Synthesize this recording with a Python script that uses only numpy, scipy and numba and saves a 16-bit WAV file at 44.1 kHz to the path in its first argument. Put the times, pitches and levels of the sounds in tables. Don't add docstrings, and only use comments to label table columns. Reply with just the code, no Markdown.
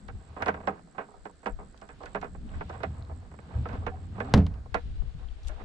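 import sys
import numpy as np
from scipy import signal
from scipy.fft import rfft, irfft
from scipy.io import wavfile
from scipy.ndimage import uniform_filter1d
from numba import njit

SR = 44100
rng = np.random.default_rng(int(sys.argv[2]) if len(sys.argv) > 2 else 0)


def output_pcm(signal):
    pcm = np.clip(np.atleast_2d(signal).T, -1, 1) * 32767
    wavfile.write(sys.argv[1], SR, np.round(pcm).astype(np.int16))


def makeup_ratio(level_db):
    decades = np.asarray(level_db, float) / 20
    return 10 ** decades


N = 248724
T = np.arange(N) / SR


def unit(x):
    return x / np.sqrt(np.mean(x ** 2))


def band(x, lo_hz, hi_hz, order=2):
    return signal.sosfilt(signal.butter(order, [lo_hz, hi_hz], "band", fs=SR, output="sos"), x)


def curve(table):
    t_s, *columns = np.transpose(table)
    return [np.interp(T, t_s, column) for column in columns]


def walk(rate_hz):
    hold = int(SR / rate_hz)
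    steps = np.repeat(rng.standard_normal(N // hold + 1), hold)
    slewed = uniform_filter1d(uniform_filter1d(steps, hold), hold)
    return unit(slewed[:N])


def sine(f_hz):
    return np.sin(2 * np.pi * np.cumsum(f_hz) / SR)


def decay(t_s, t60_s):
    return np.exp(-np.log(1000) * t_s / t60_s)


def ring(x, modes):
    out = 0
    for k, (f_hz, db, t60_s) in enumerate(modes):
        r = decay(1 / SR, t60_s)
        w = 2 * np.pi * f_hz / SR
        mode = signal.lfilter([0, r * np.sin(w)], [1, -2 * r * np.cos(w), r * r], x)
        out = out + (-1) ** k * makeup_ratio(db) * mode
    return out


def add(out, t_s, x):
    i = int(t_s * SR)
    n = min(x.shape[-1], N - i)
    out[..., i:i + n] += x[..., :n]


@njit
def svf(x, f_hz, width_hz):
    y, b, l = np.empty(len(x)), 0., 0.
    for i in range(len(x)):
        g, k = np.tan(np.pi * f_hz[i] / SR), width_hz / f_hz[i]
        v = (b + g * (x[i] - l)) / (1 + g * (g + k))
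        b, l, y[i] = 2 * v - b, l + 2 * g * v, k * v
    return y


def grit(shape, share, spread_db):
    luck = np.minimum(rng.exponential(size=shape), 4)
    hits = rng.random(shape) < share
    return unit(rng.standard_normal(shape) * hits * makeup_ratio(spread_db * luck))


def bubble(f_hz, db, cycles, glide=0.029):
    life_s = cycles / f_hz / 3
    t = T[:int(7 * life_s * SR)]
    tone = np.sin(2 * np.pi * f_hz * t * (1 + glide * t / life_s))
    return makeup_ratio(db) * tone * np.exp(-t / life_s) * np.minimum(3 * t / life_s, 1)


def from_right(near, far, left_db, split_hz=420, lag_s=.00027):
    low = signal.butter(2, split_hz, fs=SR, output="sos")
    bass = signal.sosfiltfilt(low, near)
    round_about = np.roll(far - signal.sosfiltfilt(low, far), int(lag_s * SR))
    return np.array([bass + makeup_ratio(left_db) * round_about, near])


# [t/s, relative level/dB, sharpness/dB, slosh t60/s]
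SLAPS = [(0.085, -35.5, -14.5, 0.073), (0.364, -31, -23, 0.2), (.403, -31, -22, 0.16),
         (.422, -23.5, -9.5, 0.068), (.461, -23, -16.5, 0.14), (.482, -17.5, -15, 0.09),
         (0.489, -23.5, -22, 0.05), (.542, -30.5, -14, 0.034), (0.575, -37.5, -32, 0.068),
         (.602, -39.5, -22, 0.063), (.635, -41.5, -19, 0.1), (.673, -16.5, -20, 0.092),
         (0.872, -51, -32, .073), (.947, -47.5, -20, 0.31), (.981, -26.5, -18, 0.13),
         (1.004, -36.5, -18, 0.16), (1.034, -48, -18, 0.07), (1.086, -43.5, -35, .069),
         (1.112, -47, -32, 0.083), (1.139, -44, -35, 0.12), (1.164, -50, -33, 0.05),
         (1.202, -55, -24, .054), (1.254, -30.5, -19.5, .077), (1.294, -44.5, -32, 0.067),
         (1.43, -44.5, -18, 0.11), (1.459, -22.5, -14.5, 0.039), (1.467, -23.5, -18, 0.098),
         (1.587, -39, -25.5, 0.21), (1.742, -45.5, -20, 0.033), (1.817, -38, -19.5, 0.13),
         (1.89, -41, -12, 0.12), (2.004, -39, -28, 0.42), (2.034, -35, -17, 0.052),
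         (2.059, -45.5, -5, 0.11), (2.148, -21.5, -17, .1), (2.215, -42.5, -9.5, 0.15),
         (2.226, -28.5, -19, 0.13), (2.244, -30.5, -16.5, 0.048), (2.348, -39.5, -21.5, 0.053),
         (2.537, -46.5, -12.5, 0.22), (2.608, -28.5, -17.5, 0.062), (2.696, -31.5, -22, .091),
         (2.803, -37, -19, 0.11), (2.833, -24, -14, 0.083), (3.095, -38.5, -31, 0.064),
         (3.112, -38.5, -34.5, 0.068), (3.314, -44.5, -18, 0.055), (3.338, -43, -20, 0.054),
         (3.387, -43, -16, 0.068), (3.562, -45.5, -17, 0.14), (3.655, -28.5, -18.5, 0.068),
         (3.689, -38.5, -13, 0.13), (3.729, -41, -24, 0.1), (3.821, -39.5, -35, 0.16),
         (3.865, -23, -15.5, 0.095), (4.18, -34, -25, 0.28), (4.203, -24, -13, 0.062),
         (4.247, -37.5, -20.5, 0.26), (4.657, -40.5, -28, .041), (4.743, -19, -13.5, 0.098),
         (5.02, -45, -23, 0.049), (5.489, -47.5, -8.5, .2)]


def slaps():
    blow, push, sharp = np.zeros(N), np.zeros((2, N)), np.zeros((2, N))
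    t = T[:6000]
    for t_s, db, sharp_db, t60_s in SLAPS:
        slosh = makeup_ratio(-19.5) * grit((2, len(t)), 0.12, 1.52)
        slosh = slosh * decay(t, max(t60_s, .01)) * np.minimum(t / 0.0035, 1)
        slosh[:, 0] = [1.3, .4]
        add(blow, t_s, makeup_ratio([db]))
        add(push, t_s, makeup_ratio(db) * slosh)
        add(sharp, t_s, makeup_ratio(db + sharp_db) * slosh)
    return blow, push, sharp


def froth(lap_db, count=7, per_s=90):
    out = np.zeros(N)
    for t_s, db, _, t60_s in SLAPS:
        for late, size, luck in rng.random((count, 3)):
            bubble_db = db - 3.0 - 24 * late - 8 * luck - 6 * size
            add(out, t_s + .5 * late * t60_s, bubble(450 * 5 ** size, bubble_db, 16))
    for when, size, luck in rng.random((int(per_s * N / SR), 3)):
        bubble_db = lap_db[int(when * (N - 1))] + 3.5 - 12 * luck - 8 * size
        add(out, when * T[-1], bubble(300 * 6 ** size, bubble_db, 13))
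    return out


# [t/s, relative level/dB]
SPRAYS = [(0.083, -55.5), (.422, -42), (0.46, -47), (.482, -45.5), (.49, -50), (.542, -59), (.673, -44.5),
          (0.983, -71), (1.254, -62), (1.459, -51), (1.467, -51.5), (1.776, -56.5), (1.815, -57),
          (1.889, -60), (2.033, -56.5), (2.058, -50), (2.148, -52.5), (2.214, -51), (2.244, -60),
          (2.695, -55), (2.833, -46), (3.688, -56), (3.73, -57), (3.867, -50.5), (4.202, -51), (4.247, -59),
          (4.744, -39), (5.483, -52)]


def spray():
    out, t = np.zeros((2, N)), T[:6000]
    for t_s, db in SPRAYS:
        envelope = np.exp(-t / 0.00029) + 0.46 * np.exp(-t / 0.0053)
        add(out, t_s, makeup_ratio(db) * rng.standard_normal((2, len(t))) * envelope)
    return makeup_ratio(13.0) * band(out, 2200, 5520)


# [f/Hz, relative level/dB, t60/s]
HULL = [(200.3, -13.5, 0.14), (282.6, -10.5, 0.072), (414, -7, 0.091), (479, -4.5, 0.083), (550, 1, 0.02),
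        (653.6, -2, 0.06), (765.7, 2, 0.036), (938, 1.5, 0.027), (1065.5, 3, 0.02), (1275, 0, 0.022),
        (1376, -7.5, 0.04), (1558, -2.5, 0.021), (1723, -11.5, 0.052), (1930, -3.5, 0.01),
        (2248, -11, 0.019), (2485, -12.5, 0.02), (2888, -13, 0.01), (3360, -14.5, 0.0054)]
# [t/s, relative level/dB, relative hiss level/dB]
LAP = [(0, -65.5, -78), (.36, -61, -70), (.56, -49.5, -78), (.72, -48, -77), (.8, -61, -86),
       (.85, -78, -92), (.93, -63.5, -85), (1.15, -71, -89), (1.35, -77, -90), (1.7, -79, -80),
       (1.85, -58, -81), (2.03, -64.5, -65), (2.33, -68, -80), (2.51, -57.5, -66), (2.65, -56.5, -63.5),
       (2.74, -51, -64.5), (2.88, -53.5, -67), (3.04, -60.5, -78), (3.32, -66.5, -77.5), (3.65, -50, -62),
       (3.78, -53, -66), (3.96, -60, -73.5), (4.2, -60.5, -67.5), (4.32, -45, -61.5), (4.48, -55, -87),
       (4.61, -65.5, -89), (4.76, -59, -63), (4.92, -63, -67.5), (5.24, -68.5, -67.5), (5.43, -68.5, -66.5),
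       (5.52, -57.5, -65.5), (5.64, -61.5, -66)]
LEFT_DB, LEFT_SWAY_DB = -5, 1.5


def water():
    blow, push, sharp = slaps()
    lap_db, hiss_db = curve(LAP)
    flutter_db = 2.5 * walk(40)
    sliding = grit((2, N), 0.046, 2.9) * makeup_ratio(lap_db + flutter_db + 3.4 * walk(21) - 16)
    lower = ring(push + sliding, HULL[:10])
    upper = ring(makeup_ratio(20.0) * sharp + sliding, HULL[10:])
    near, other = makeup_ratio(-7) * (lower + upper)
    smack = makeup_ratio(13.5) * band(blow, 750, 1600)
    bubbles = froth(lap_db)
    near = near + smack + bubbles
    far = 0.14 * near + 0.96 * other + .5 * bubbles
    hiss = unit(band(grit((2, N), 0.26, 1.3), 2000, 4000)) * makeup_ratio(hiss_db + .5 * flutter_db)
    return from_right(near, far, LEFT_DB + LEFT_SWAY_DB * walk(14)) + spray() + hiss


# [t/s, relative click level/dB, relative thud level/dB]
KNOCKS = [(4.339, -1, -5), (4.347, -17.5, -5.5), (4.356, -42, -18.5), (4.365, -40, -11.5),
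          (4.376, -21.5, -7), (4.39, -37, -20), (4.466, -24, -31), (4.54, -40.5, -51)]
# [f/Hz, relative level/dB, t60/s]
DECK = [(61.1, -6, 0.59), (84.1, 1.5, 0.38), (103.1, -17.5, 0.53), (124.7, -4, 0.068), (150, 4.5, 0.086),
        (162, -7, 0.35), (191.5, 2.5, 0.22), (227, -3.5, 0.21), (250, -8, 0.12), (280.8, -12.5, 0.3),
        (425.5, -12.5, 0.2)]


def paddle():
    click, rattle, wash = np.zeros((2, N)), np.zeros((2, N)), np.zeros((2, N))
    thud, t = np.zeros(N), T[:8000]
    for t_s, click_db, thud_db in KNOCKS:
        add(click, t_s, makeup_ratio(click_db) * np.array([[1.15], [.85]]))
        shake = rng.standard_normal(len(t)) + .5 * rng.standard_normal((2, len(t)))
        rattle_envelope = np.exp(-t / 0.0031) + 0.072 * np.exp(-t / 0.022)
        add(rattle, t_s, makeup_ratio(click_db) * shake * rattle_envelope)
        add(wash, t_s, makeup_ratio(thud_db) * shake * np.exp(-t / 0.026))
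        add(thud, t_s, makeup_ratio(thud_db) * np.hanning(60) / 30)
    tick = makeup_ratio(9.0) * band(click, 2200, 4600) + makeup_ratio(4.5) * band(click, 500, 1400)
    tick += makeup_ratio(-16.0) * band(click, 6000, 11000, order=3) * np.array([[1.], [-.45]])
    buzz = makeup_ratio(-13.0) * band(rattle, 1200, 3000) + makeup_ratio(-2.5) * band(rattle, 300, 1520)
    edge = makeup_ratio(-42) * band(rattle * rng.standard_normal((2, N)), 4500, 8300, order=3)
    splash = makeup_ratio(-6.5) * band(wash, 290, 707) + makeup_ratio(-25.5) * band(wash, 600, 1500)
    jolt = ring(thud, [(45.3, -15.5, 0.68)])
    boom = makeup_ratio(-10.5) * ring(thud, DECK) * makeup_ratio(np.array([[-.8], [.8]]))
    return jolt + tick + buzz + splash + edge + boom


# [t/s, f/Hz, level/dB, cycles in three decay times]
DROPS = [(2.492, 2940, -44, 5.8), (3.024, 3990, -42.5, 9.2), (3.05, 4000, -48, 7.6),
         (3.391, 2266, -45.5, 6.8), (3.655, 1303, -32, 34.7), (3.915, 748, -39, 49), (3.94, 724, -37.5, 15),
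         (3.985, 716, -47, 15), (4.284, 766, -34, 23), (5.032, 129, -33.5, 8.7), (5.147, 149.7, -34.5, 9.1),
         (5.286, 3200, -43, 13), (5.433, 5530, -46, 6.5), (5.434, 4300, -46, 5.9), (5.448, 3630, -44, 6),
         (5.495, 614, -41, 39), (5.493, 322, -47, 17)]


def drops():
    out = np.zeros(N)
    for t_s, f_hz, db, cycles in DROPS:
        add(out, t_s, bubble(f_hz, db, cycles, glide=0.0032))
    return out


CLIMB_S, CLIMB_HZ, CLIMB_DB = (4.135, 4.305), (152.7, 294.7), -43.5


def climbing_gurgle():
    inside = uniform_filter1d(1. * (T > CLIMB_S[0]) * (T < CLIMB_S[1]), 600)
    return inside * makeup_ratio(CLIMB_DB + 1.4 * walk(46)) * sine(np.interp(T, CLIMB_S, CLIMB_HZ))


# [loudest t/s, relative level/dB]
SPATTER = [(5.452, -70), (5.487, -52)]
SPATTER_RISE_DB_S, SPATTER_FALL_DB_S = 540, 900


def spatter():
    bursts = 0
    for t_s, db in SPATTER:
        slope_db = np.minimum(SPATTER_RISE_DB_S * (T - t_s), SPATTER_FALL_DB_S * (t_s - T))
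        bursts = bursts + makeup_ratio(db + slope_db)
    crackle = unit(band(grit((2, N), 0.056, 2.5), 2380, 7900)) * bursts * makeup_ratio(3.5 * walk(200))
    return crackle * makeup_ratio(np.array([[3.], [-3.]]))


# [t/s, relative level/dB, left minus right/dB]
GUST = [
    [(0.0, -59, 16), (0.16, -42.5, 3), (0.2, -60, 6), (1.07, -64, -2), (1.21, -58, 7.0), (1.44, -71, -16),
     (1.53, -40, 13), (1.78, -64.5, -9.0), (2.59, -41, 4), (2.7, -75, -4.5)],
    [(2.7, -61, 3), (2.92, -57, 1), (3.282, -52, 0), (3.3, -63, -2.5), (3.714, -57, 5), (3.75, -45.5, -1),
     (3.972, -49, -1.5), (4.008, -50, 14), (4.048, -55, -9), (4.32, -55.5, 1.0)],
    [(4.54, -47, -12), (4.67, -53, 5), (4.728, -42.5, 16), (4.95, -38.5, 3.5), (5.016, -40, 27.5),
     (5.062, -41, 16.5), (5.37, -47, 11), (5.41, -53, -11), (5.458, -40.5, 14), (5.64, -45.5, 11.0)],
]


def gusts():
    gust_db, pan_db = curve(sum(GUST, []))
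    shared, *own = unit(band(rng.standard_normal((3, N)), 13.2, 58.7, order=3))
    level_db = gust_db + 1.6 * walk(12) + np.array([pan_db, -pan_db]) / 2
    return (0.61 * shared + 1.12 * np.array(own)) * makeup_ratio(level_db)


# [t/s, relative level/dB]
THROB = [
    [(0.0, -66), (0.048, -64), (0.144, -38), (0.256, -63), (0.312, -47.5), (0.392, -56), (0.436, -39.5),
     (0.746, -59), (0.778, -85), (1.41, -64), (1.44, -79)],
    [(1.44, -71), (1.516, -54), (1.812, -63.5), (2.438, -49), (2.48, -61), (2.548, -41.5), (2.982, -42),
     (3.014, -37.5), (3.06, -46), (3.134, -37.5), (3.3, -51.5)],
    [(3.3, -53), (3.518, -49), (3.572, -28.5), (3.626, -29.5), (3.672, -44), (3.75, -37), (4.018, -42.5),
     (4.072, -36.5), (4.142, -45), (4.304, -38.5), (4.32, -32.5)],
    [(4.54, -41.5), (4.8, -54), (4.852, -41.5), (5.01, -49.5), (5.036, -34), (5.118, -53), (5.158, -43),
     (5.348, -65), (5.508, -46), (5.6, -54.5), (5.64, -44)],
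]
# [t/s, f/Hz]
THROB_HZ = [(0, 82.3), (1.3, 82), (1.5, 58.1), (2.4, 58.25), (2.56, 81), (4.02, 79), (4.2, 112.1),
            (4.32, 112.1), (4.52, 57.55), (5.04, 74), (5.25, 59.2), (5.64, 60)]


def throb():
    (throb_db,), (f_hz,) = curve(sum(THROB, [])), curve(THROB_HZ)
    tone = np.sqrt(2) * sine(f_hz * (1 + 0.056 * walk(30)))
    rough = unit(band(rng.standard_normal((2, N)), 50, 110.0))
    mix = 0.72 * tone + 0.87 * rough[0] + 0.14 * rough[1] * np.array([[1], [-1]])
    return mix * makeup_ratio(throb_db + 1.9 * walk(20))


# [t/s, relative level/dB]
BOOM = [
    [(0.0, -59), (0.36, -61), (0.54, -49), (0.61, -55), (0.76, -58), (1.39, -68.5), (2.3, -53.5),
     (2.42, -54), (2.81, -51.5), (3.24, -56), (3.75, -49), (3.95, -55), (4.15, -52.5), (4.32, -46.5)],
    [(4.54, -58), (4.696, -61), (5.286, -69.5), (5.508, -76), (5.64, -63)],
]
BOOM_HZ, BOOM_WANDER, GURGLE_WIDTH_HZ = 181.5, 0.16, 35.


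def hull_boom():
    (boom_db,) = curve(sum(BOOM, []))
    boom_hz = BOOM_HZ * np.exp(BOOM_WANDER * walk(15))
    once = svf(rng.standard_normal(N), boom_hz, GURGLE_WIDTH_HZ)
    gurgle = unit(svf(once, boom_hz, GURGLE_WIDTH_HZ))
    broad = band(rng.standard_normal(N) + 0.43 * rng.standard_normal((2, N)), 123, 262)
    return (0.84 * gurgle + 0.89 * unit(broad)) * makeup_ratio(boom_db + 2.8 * walk(17))


TRILL_ENDS_S = [0.078, .291, .501, .707, .926, 1.121, 1.312, 1.523, 1.726, 1.932, 2.159, 2.373, 2.583,
                2.806, 3.009, 3.202, 3.405, 3.628, 3.834, 4.07, 4.296]
# [t/s, relative level/dB]
TRILL_DB = [(0, -62), (.9, -63.5), (1.4, -60), (2.7, -61.5), (3.2, -63.5), (4, -66), (4.3, -63)]
TRILL_PERIOD_S, STROKE_S, STROKES = .0128, .0095, 14


def insect(f_hz=7680, width_hz=260, swell_db=7):
    gate, t = np.zeros(N), T[:int(STROKE_S * SR)]
    for last_s in TRILL_ENDS_S:
        for early_s in TRILL_PERIOD_S * np.arange(STROKES):
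            fade = np.clip(early_s / 0.12 - .25, 0, 1)
            if last_s > early_s:
                stroke = makeup_ratio(rng.normal() - swell_db * fade) * np.hanning(len(t))
                add(gate, max(last_s - early_s - STROKE_S / 2, 0), stroke)
    tone = sine(f_hz * (1 + .002 * walk(30)))
    rasp = unit(band(rng.standard_normal(N), f_hz - width_hz, f_hz + width_hz))
    song = gate * (tone + 0.37 * rasp) * makeup_ratio(curve(TRILL_DB)[0] + 5.5)
    return np.array([makeup_ratio(-12.0) * np.roll(song, 2), song])


def far_insects(f_hz=4350, width_hz=350, db=-82):
    sway_db = 1.5 * walk(8)
    hiss = unit(band(rng.standard_normal((2, N)), f_hz - width_hz, f_hz + width_hz))
    return hiss * makeup_ratio(db + sway_db)


# [f/Hz, relative density/dB]
AIR = [(180, -12.5), (300, -8), (573, -16), (761, -13.5), (919, -26), (1520, -16), (2600, -29.5),
       (4310, -26.5), (6100, -32.5), (7600, -29.5), (9340, -36), (11300, -55), (13000, -57.5)]
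AIR_DB = -69.5


def air():
    f_hz, db = np.transpose(AIR)
    gain = makeup_ratio(np.interp(np.log(np.fft.rfftfreq(N, 1 / SR) + 1), np.log(f_hz), db))
    mid, side = irfft(rfft(rng.standard_normal((2, N))) * gain, N)
    ports = np.array([mid + 0.71 * side, mid - 0.71 * side])
    return makeup_ratio(AIR_DB) * ports / np.std(band(mid, 807, 13000))


def scene():
    river = water() + paddle() + drops() + climbing_gurgle() + spatter()
    wind = gusts() + throb() + hull_boom()
    return river + wind + insect() + far_insects() + air()


def roll_off(x):
    return signal.sosfilt(signal.butter(12, 14800, fs=SR, output="sos"), x)


def record(dry):
    housing = signal.butter(2, 11000, fs=SR, output="sos")
    mix = signal.sosfilt(housing, dry)
    return roll_off(mix)


dry = scene()
out = record(dry)
output_pcm(out)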